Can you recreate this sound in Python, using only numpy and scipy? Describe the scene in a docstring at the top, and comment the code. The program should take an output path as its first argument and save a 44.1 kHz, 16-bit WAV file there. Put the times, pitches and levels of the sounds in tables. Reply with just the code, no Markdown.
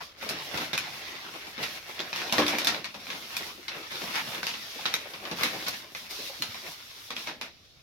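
"""In a small room, a long sheet of packing paper is dragged over a wooden floor while a cat paws at it.
Sliding friction makes the sheet hiss and crinkle, and its creases buckle with sharp snaps.
Folds and paws pat the boards, each displacing a dull puff of air. One hard tug and a few faint nudges
excite the panel modes of a cardboard box, which booms. A faint rumble and hiss lie underneath."""
import sys
import numpy as np
from scipy import signal
from scipy.fft import rfft, irfft, next_fast_len
from scipy.io import wavfile
from scipy.ndimage import uniform_filter1d, map_coordinates

SR = 44100
rng = np.random.default_rng(int(sys.argv[2]) if len(sys.argv) > 2 else 0)


def master(y):
    """Save y as 16-bit WAV."""
    cut = np.clip(np.atleast_2d(y).T, -1, 1)
    pcm = np.round(cut * 32767)  # scale
    wavfile.write(sys.argv[1], SR, pcm.astype(np.int16))


N = 344862

# Pulls on the sheet: (start [s], end [s], hiss level [dB], rise over the pull [dB],
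# hiss over rustle [dB], hiss over fizz [dB])
PULLS = [(0, -0.01, -39.5, 1.5, 3, 12), (.2, 0.658, -46.5, 4, -1, 8.5), (0.783, 1.563, -43, -7, -1, 10),
         (1.607, 1.762, -40.5, -4, 0, 7.5), (1.86, 2.11, -48.5, 1, -2.5, 7.5),
         (2.133, 2.71, -41, -1.5, 4.5, 13), (2.98, 3.48, -50, 9, 2.5, 8), (3.543, 3.884, -63, 14, -1.5, 9),
         (3.899, 4.353, -41, -1.5, 0.5, 6.5), (4.436, 4.717, -42.5, 1, 7, 9),
         (4.73, 4.95, -42, -3, 6.5, 11), (4.99, 5.24, -50.5, -3.5, -3.5, 4),
         (5.349, 5.763, -42.5, 1, 3.5, 7.5), (5.952, 6.063, -43, -6, 3.5, 6),
         (6.087, 6.278, -38.5, -0.5, 6.5, 10), (6.313, 6.73, -45.5, 2, 5.5, 8.5),
         (6.765, 7.083, -51, 3.5, 22, 9.5), (7.148, 7.24, -41, -2, 4.5, 9),
         (7.44, 7.822, -57.5, -1.5, 5.5, 14)]
# The sheet bunches or billows: (peak time [s], Gaussian width [s], rustle [dB], flex over rustle [dB])
CRUMPLES = [(0.078, 0.14, -62, -1), (0.33, 0.04, -42.5, -0.5), (0.562, 0.022, -40, 2),
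            (.62, 0.026, -36.5, -10), (1.619, 0.023, -36.5, -5.5), (2.038, 0.032, -52.5, 9.5),
            (2.195, 0.051, -36, -12), (2.28, 0.034, -47, 6.5), (2.399, 0.039, -29, -4),
            (2.55, 0.077, -34, -7), (2.714, 0.062, -39, -3.5), (3.141, 0.035, -43.5, -5),
            (3.415, 0.011, -53, 14.5), (3.772, .05, -41.5, -7), (4.186, 0.025, -32.5, -17),
            (4.347, 0.062, -41.5, -3), (4.894, 0.085, -43, -7), (5.283, 0.045, -42, -6.5),
            (5.443, 0.043, -32.5, -14.5), (5.593, .06, -53.5, 10.5), (5.857, 0.036, -68, 14.5),
            (6.676, 0.031, -46, -2), (7.315, 0.053, -49, -9), (7.458, 0.026, -47.5, -14)]
# Rubbing paper as heard through a microphone with a notch near 8 kHz: (frequency [Hz], level [dB])
FRICTION_SPECTRUM = [(35, -32.5), (60, -18), (160, -4.5), (193, -5), (371, 0.5), (437, -0.5), (749, -0.5),
                     (991, -6.5), (1380, -4.5), (3190, -7), (3580, -3), (5460, -5), (7940, -26.5),
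                     (12400, -19.5), (16000, -26.5)]
# Resonances of the rustle: (frequency [Hz], bandwidth [Hz], gain [dB])
SHEET_RESONANCES = [(2200, 930, 4.5), (3300, 130, 0.5)]
# Buckling creases: (time [s], relative level [dB], bass cut [dB], treble cut [dB],
# facet frequency [Hz], relative crumpling level [dB])
SNAPS = [(0.2271, -33, 5.5, 17.5, 2450, -5), (.291, -26, 15.5, 9.5, 4770, 2), (0.543, -29, 7, 30, 2000, 0),
         (0.5751, -24, 14.5, 19, 2530, 2), (0.732, -19.5, 16.5, 22.5, 3630, 3.5),
         (0.778, -18.5, 44, 17, 2475, -10.5), (1.5791, -29.5, 9.5, 44, 2210, 3),
         (1.6308, -23, 39, 20, 2140, 7), (1.9929, -24.5, 21, 39, 3270, 1), (2.003, -26, 17, 24, 3400, -4),
         (2.1296, -23.5, 20, 37, 2500, -8.5), (2.161, -29, 18, 12, 2770, -6),
         (2.2965, -29, 25, 34, 2470, -8.5), (2.3246, -17.5, 12, 16, 2810, 2),
         (2.382, -14.5, 9.5, 25, 1830, 0.5), (2.4646, -21, 26, 19.5, 3720, 0),
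         (2.4814, -20, 40, 15, 3540, 2), (2.5851, -21, 19, 13.5, 2380, -6),
         (2.6466, -23, 23, 11.5, 3650, -5.5), (2.671, -13.5, 23, 17.5, 3530, 4),
         (2.7456, -25, 20, 42, 1530, -1), (2.8437, -25, 23, 23, 4430, 3), (2.9437, -33, 9.5, 23, 2610, 7),
         (3.103, -25.5, 31, 28, 1670, 2), (3.3674, -23.5, 23, 11.5, 2470, -8.5),
         (3.0686, -32, 15, 24, 2360, 2), (3.682, -24, 37, 26, 2120, 1), (4.04, -34, 3.5, 14, 1610, 0),
         (4.1549, -24, 16.5, 20, 2210, 10), (4.348, -28, 19, 22, 3500, 2), (4.431, -23.5, 19, 24, 1520, -2),
         (4.468, -21, 24, 19.5, 4560, -2), (4.4915, -27.5, 20.5, 19, 2900, 5),
         (4.539, -28, 19, 27, 2900, 1), (4.81, -33.5, 35, 28, 3320, -10), (4.8554, -19, 21.5, 39, 3880, -8),
         (4.8599, -20, 33, 29, 3730, -0.5), (4.94, -16.5, 26, 18, 3820, -15),
         (5.1374, -32, 15.5, 39, 2460, 3), (5.253, -28.5, 28, 44, 3000, -3.5),
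         (5.3133, -27.5, 5.5, 19, 4030, 3), (5.386, -31, 11, 26, 2440, 18),
         (5.4094, -30, 4.5, 33, 2340, 21), (5.4337, -16.5, 22, 17.5, 2060, -10),
         (5.6644, -24, 18, 21, 4000, 11), (5.6833, -28, 10.5, 5.5, 4350, -9),
         (5.9493, -27.5, 21, 27, 2070, 0), (6.109, -41.5, 30, 1, 4370, -11),
         (6.4216, -20, 26, 18.5, 4180, -4.5), (6.5438, -33, 23, 31, 2310, -5),
         (7.1051, -26.5, 14.5, 24, 3490, 6.5), (7.1653, -25.5, 26, 28, 3300, -5),
         (7.2713, -25.5, 15, 27, 2210, 4), (7.413, -26.5, 18, 20.5, 2400, 5)]
# Buckling paper as heard through a microphone with a notch near 8 kHz: (frequency [Hz], level [dB])
BUCKLING_SPECTRUM = [(35, -64), (60, -14.5), (193, 1.5), (222, 1.5), (408, -6.5), (458, -1), (1740, -3.5),
                     (2410, 0.5), (3120, -4), (3580, 0.5), (5720, -8), (7940, -29), (12400, -24),
                     (14600, -27), (16000, -38)]
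# The snaps move to the right: (time [s], delay of the left channel [ms])
LEFT_DELAY = [(0, 0.045), (4.9, 0.062), (5.4, 0.36), (7.8, 0.38)]
# Folds and paws on the boards: (time [s], relative peak level [dB], centre frequency [Hz])
PATS = [(0.004, -25.5, 1070), (0.262, -27.5, 536), (0.545, -43, 476), (1.012, -37, 700), (1.348, -30, 570),
        (1.887, -30, 577), (2.945, -40.5, 242), (3.399, -33, 626), (3.577, -33.5, 348), (4.012, -29.5, 373),
        (4.272, -34, 158), (4.757, -32, 358), (4.786, -26, 780), (5.054, -29.5, 730), (5.31, -37, 850),
        (5.544, -30, 630), (6.187, -30.5, 370), (6.294, -30, 640), (6.396, -33, 200), (6.482, -39.5, 147),
        (6.544, -28, 776), (6.64, -37, 355), (7.759, -49, 96.9)]
# Blows on the box: (time [s], level [dB])
KNOCKS = [(0.599, -47), (2.384, -27.5), (2.532, -40), (2.674, -47), (5.435, -46)]
# Modes of the cardboard panels: (frequency [Hz], level [dB], T60 [s])
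BOX_MODES = [(178, -3, 0.17), (232.4, 8.5, 0.18), (297.6, 6.5, 0.37), (357, -1.5, 0.5), (440, 2, 0.2),
             (514, 8.5, 0.16), (730, -15, .12), (1114, 2, 0.16)]
# Reverberation time of the room: (frequency [Hz], T60 [s])
ROOM_DECAY = [(150, 0.82), (1000, 0.24), (4000, 0.3), (14000, 0.11)]
# Spectrum of the room at rest: (frequency [Hz], level [dB])
AMBIENT_SPECTRUM = [(25, -23), (50, -16), (103, -11), (145, -20), (230, -25), (600, -27), (1500, -47),
                    (5300, -45), (7500, -52), (16000, -51)]
# Likeness of left and right: (frequency [Hz], correlation [0 to 1])
COHERENCE = [(60, 0.38), (150, 0.91), (300, 0.87), (620, 0.75), (1300, 0.029), (3000, 0.052), (7000, .05),
             (14000, 0.54)]
# Level difference between the channels: (frequency [Hz], left over right [dB])
BALANCE = [(300, 0), (750, -0.1), (1200, 2), (2700, 0.2), (6000, -2), (9500, 8), (15000, -1)]


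def sliding_paper():
    """Sliding friction: fibres rub the boards, and creases tick in clumps unless the sheet glides flat."""
    flex, rustle, hiss, fizz = sheet_motion()
    rubbing = unit(rng.standard_normal((2, N)))
    ticks = crackle(N, rate=300, spread_db=3.5) * amp(1.5 * np.tanh(wobble(35)))
    ticks = lowpass(ticks * np.minimum(rustle / hiss, 1), 4500)  # tiny creases fold softly
    ticks = unit(in_room(ticks, early_db=-1, tail_db=-4))
    sheet = cross_mix(coloured(rubbing + amp(-6.5) * ticks, FRICTION_SPECTRUM))
    sheet = filtered(shifting_folds(sheet, depth_db=3.0), sheet_resonance)
    bands = split_bands(sheet, [950, 3000, 7700])
    # flex, rustle and fizz flutter in level, while the hiss stays steadier
    unrest_db = [1.2 * wobble(35), 1.44 * wobble(35), .5 * wobble(35), 1.4 * wobble(20)]
    return sum(unit(band) * gain * amp(unrest)
               for band, gain, unrest in zip(bands, [flex, rustle, hiss, fizz], unrest_db))


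def sheet_motion(flex_db=-8.5):
    """Incoherent sources add in power: creep, pulls and crumples set flex, rustle, hiss and fizz gains."""
    t = np.arange(N) / SR
    creep = (0.167, 7.3, -54.5, 0, -1, 5.5)  # one long, faint pull: the sheet never quite stops
    moves = []
    for start, end, db, rise_db, smooth_db, fizz_cut_db in [creep, *PULLS]:
        speed = amp(db + rise_db * np.interp(t, [start, end], [0, 1]))
        moves.append((speed * stroke(t, start, end), [flex_db - smooth_db, -smooth_db, 0, -fizz_cut_db]))
    for time, width_s, db, weight_db in CRUMPLES:
        swell = np.exp(-.5 * np.minimum(((t - time) / width_s) ** 2, 50))
        moves.append((amp(db) * swell, [weight_db, 0, -7, -13.5]))
    gains, bands_db = map(np.array, zip(*moves))
    return np.sqrt(amp(bands_db.T) ** 2 @ gains ** 2)


def stroke(t, start, end, attack_s=0.022, release_db_per_s=142):
    """Inertia: the sheet takes up speed, holds it, then coasts to rest."""
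    return np.clip((t - start) / attack_s, 0, 1) * amp(-release_db_per_s * np.clip(t - end, 0, 1))


def sheet_resonance(f):
    """Resonance: each peak of the sheet lifts the frequencies f near its centre."""
    return amp(sum(db / (1 + (2 * (f - hz) / width) ** 2) for hz, width, db in SHEET_RESONANCES))


def shifting_folds(x, depth_db):
    """Spectral modulation: folds open and close, so the resonances of the sheet come and go."""
    spectra = signal.stft(x, nperseg=1024)[2]
    drift = uniform_filter1d(rng.standard_normal(spectra.shape[1:]), size=6, axis=0)
    drift = unit(uniform_filter1d(drift, size=5, axis=1))
    treble_taper = 1 / (1 + np.linspace(0, SR / 2, len(drift)) / 5000)
    return signal.istft(spectra * amp(depth_db * drift * treble_taper[:, None]), nperseg=1024)[1][:, :N]


def crease_snaps(crack_s=0.00079, ring_s=0.002, crumple_t60=0.1, facet_damping=0.17):
    """Snap-through buckling: a crease pops, its facet rings briefly and smaller creases give way."""
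    track, t = np.zeros((2, N)), np.arange(SR // 4) / SR
    attack = slice(SR // 50)
    for time, level_db, bass_cut_db, treble_cut_db, facet_hz, crumple_db in SNAPS:
        grit = rng.standard_normal(len(t)) + rng.standard_normal((2, len(t)))
        crack = unit(grit * t * np.exp(-t / crack_s))
        crumple = unit(crackle(len(t), rate=1400, spread_db=-3.5) * amp(-60 * t / crumple_t60))
        crumple = amp(crumple_db + 2) * lowpass(crumple, 7000)  # small creases are softer
        pop = in_room(crack + crumple, early_db=-2, tail_db=-5)
        ring = unit(np.sin(2 * np.pi * (facet_hz * t + rng.random())) * t * np.exp(-t / ring_s))
        ring *= amp(-8.5 - facet_damping * crumple_db)
        # a flat facet beams its note, so little of it returns from the room
        pop += in_room(np.array([ring, ring]), early_db=-9, tail_db=-15)
        lag = round(np.interp(time, *np.transpose(LEFT_DELAY)) * SR / 1000)
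        pop[0] = np.pad(pop[0], (lag, 0))[:len(t)]
        bands = split_bands(cross_mix(coloured(pop, BUCKLING_SPECTRUM)), [1000, 7600])
        bands_db = level_db - np.array([bass_cut_db + 3.5, 9, treble_cut_db + 1])
        snap = sum(amp(db) * band / band[:, attack].std() for band, db in zip(bands, bands_db))
        add(track, time - .0006, snap)
    return track


def floor_pats(rise_s=0.007, edge_ratio=1.43):
    """Air displacement: a soft contact with the boards pushes out a short, dull puff."""
    track, t = np.zeros((2, N)), np.arange(SR // 3) / SR
    for time, db, hz in PATS:
        push = rng.standard_normal((2, len(t))) * t * np.exp(-t / rise_s)
        band = signal.butter(2, [hz / edge_ratio, hz * edge_ratio], "bandpass", fs=SR, output="sos")
        puff = cross_mix(signal.sosfilt(band, in_room(push, early_db=-13, tail_db=-14)))
        add(track, time, amp(db - 5.5) * puff / np.abs(puff).max())
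    return track


def box_booms(attack_s=0.0079):
    """Modal vibration: the tugged paper shoves the box, and its panels ring as damped sinusoids."""
    track, t = np.zeros((2, N)), np.arange(SR // 2) / SR
    for time, db in KNOCKS:
        ring = sum(amp(level + rng.normal() - 60 * t / t60) * np.sin(2 * np.pi * (hz * t + rng.random()))
                   for hz, level, t60 in BOX_MODES)
        add(track, time, amp(db) * (ring * (1 - np.exp(-t / attack_s)))[None])
    return track


def in_room(x, early_db, tail_db, early_t60=0.1):
    """Reverberation: direct sound is followed by a quick scatter off floor and box and a diffuse tail."""
    hz, frame_s, spectra = signal.stft(rng.standard_normal((2, SR // 3)), SR, nperseg=256)
    decay = amp(-60 * frame_s / along(ROOM_DECAY, hz)[:, None])
    tail = signal.istft(spectra * decay, SR, nperseg=256)[1]
    t = np.arange(tail.shape[1]) / SR
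    early = crackle(len(t), rate=2500, spread_db=0.96) * amp(-60 * t / early_t60)
    response = amp(early_db) * unit(early * (t > .002)) + amp(tail_db) * unit(tail * (t > .006))
    response /= np.sqrt(len(t))
    response[:, 0] = 1  # direct sound
    return signal.fftconvolve(x, response, axes=1)[:, :x.shape[1]]


def room_tone():
    """Stationary noise: the room at rest has a faint rumble and hiss."""
    return amp(-64) * unit(cross_mix(coloured(rng.standard_normal((2, N)), AMBIENT_SPECTRUM)))


def crackle(size, rate, spread_db):
    """Poisson process: clicks of uneven strength, on average `rate` a second."""
    present = rng.random(size) < rate / SR
    strength = amp(spread_db * np.minimum(rng.exponential(size=size), 3))
    return unit(rng.uniform(-0.88, 1, (2, size)) * present * strength)


def wobble(rate):
    """Spline interpolation: a smooth curve through `rate` random knots a second."""
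    return map_coordinates(rng.standard_normal(int(N * rate / SR) + 4), [np.arange(N) * rate / SR])


def cross_mix(pair):
    """Partial coherence: left and right share most of the bass."""
    def angle(hz):
        return np.arcsin(along(COHERENCE, hz)) / 2
    own = filtered(pair, lambda hz: np.cos(angle(hz)))
    return own + filtered(pair[::-1], lambda hz: np.sin(angle(hz)))


def coloured(x, spectrum, size=2048):
    """Minimum-phase filtering: the colouring is causal, so attacks stay sharp."""
    cepstrum = irfft(np.log(amp(along(spectrum, np.fft.rfftfreq(size, 1 / SR)))))
    causal_window = np.r_[1, np.full(size // 2 - 1, 2), np.zeros(size // 2)]
    pulse = irfft(np.exp(rfft(cepstrum * causal_window)))
    return signal.fftconvolve(x, pulse[None], axes=1)[:, :x.shape[1]]


def filtered(x, response):
    """Zero-phase filtering: the spectrum is multiplied by response(frequency)."""
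    size = next_fast_len(x.shape[-1] + 4096, True)
    return irfft(rfft(x, size) * response(np.fft.rfftfreq(size, 1 / SR)), size)[..., :x.shape[-1]]


def split_bands(x, edges_hz):
    """Crossover filtering: bands run from whole-sheet flexing up to fibre fizz."""
    middle = [(pair, "bandpass") for pair in zip(edges_hz, edges_hz[1:])]
    bands = [(edges_hz[0], "lowpass"), *middle, (edges_hz[-1], "highpass")]
    return [signal.sosfilt(signal.butter(4, edge, kind, fs=SR, output="sos"), x) for edge, kind in bands]


def lowpass(x, hz):
    """First-order roll-off above hz."""
    return signal.sosfilt(signal.butter(1, hz, fs=SR, output="sos"), x)


def along(points, hz):
    """Interpolation of (frequency, value) points on a logarithmic axis."""
    knots_hz, values = np.transpose(points)
    return np.interp(np.log(hz + 1), np.log(knots_hz), values)


def amp(db):
    """Amplitude ratio of a level in decibels."""
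    return 10 ** (np.asarray(db) / 20)


def unit(x):
    """Normalisation to rms 1."""
    return x / np.sqrt(np.mean(x ** 2) + 1e-20)


def add(track, time, sound):
    """Superposition of a sound on the track, from `time` seconds on."""
    part = track[:, max(round(time * SR), 0):][:, :sound.shape[1]]
    part += sound[:, :part.shape[1]]


def scene():
    """Superposition: the pressures of paper, floor, box and room add."""
    return sliding_paper() + crease_snaps() + floor_pats() + box_booms() + room_tone()


def record(dry):
    """Frequency response: each channel has its own colour, and nothing passes above 16 kHz."""
    return filtered(dry, lambda hz: amp(np.outer([.5, -.5], along(BALANCE, hz))) * (hz < 16000))


dry = scene()
out = record(dry)
master(out)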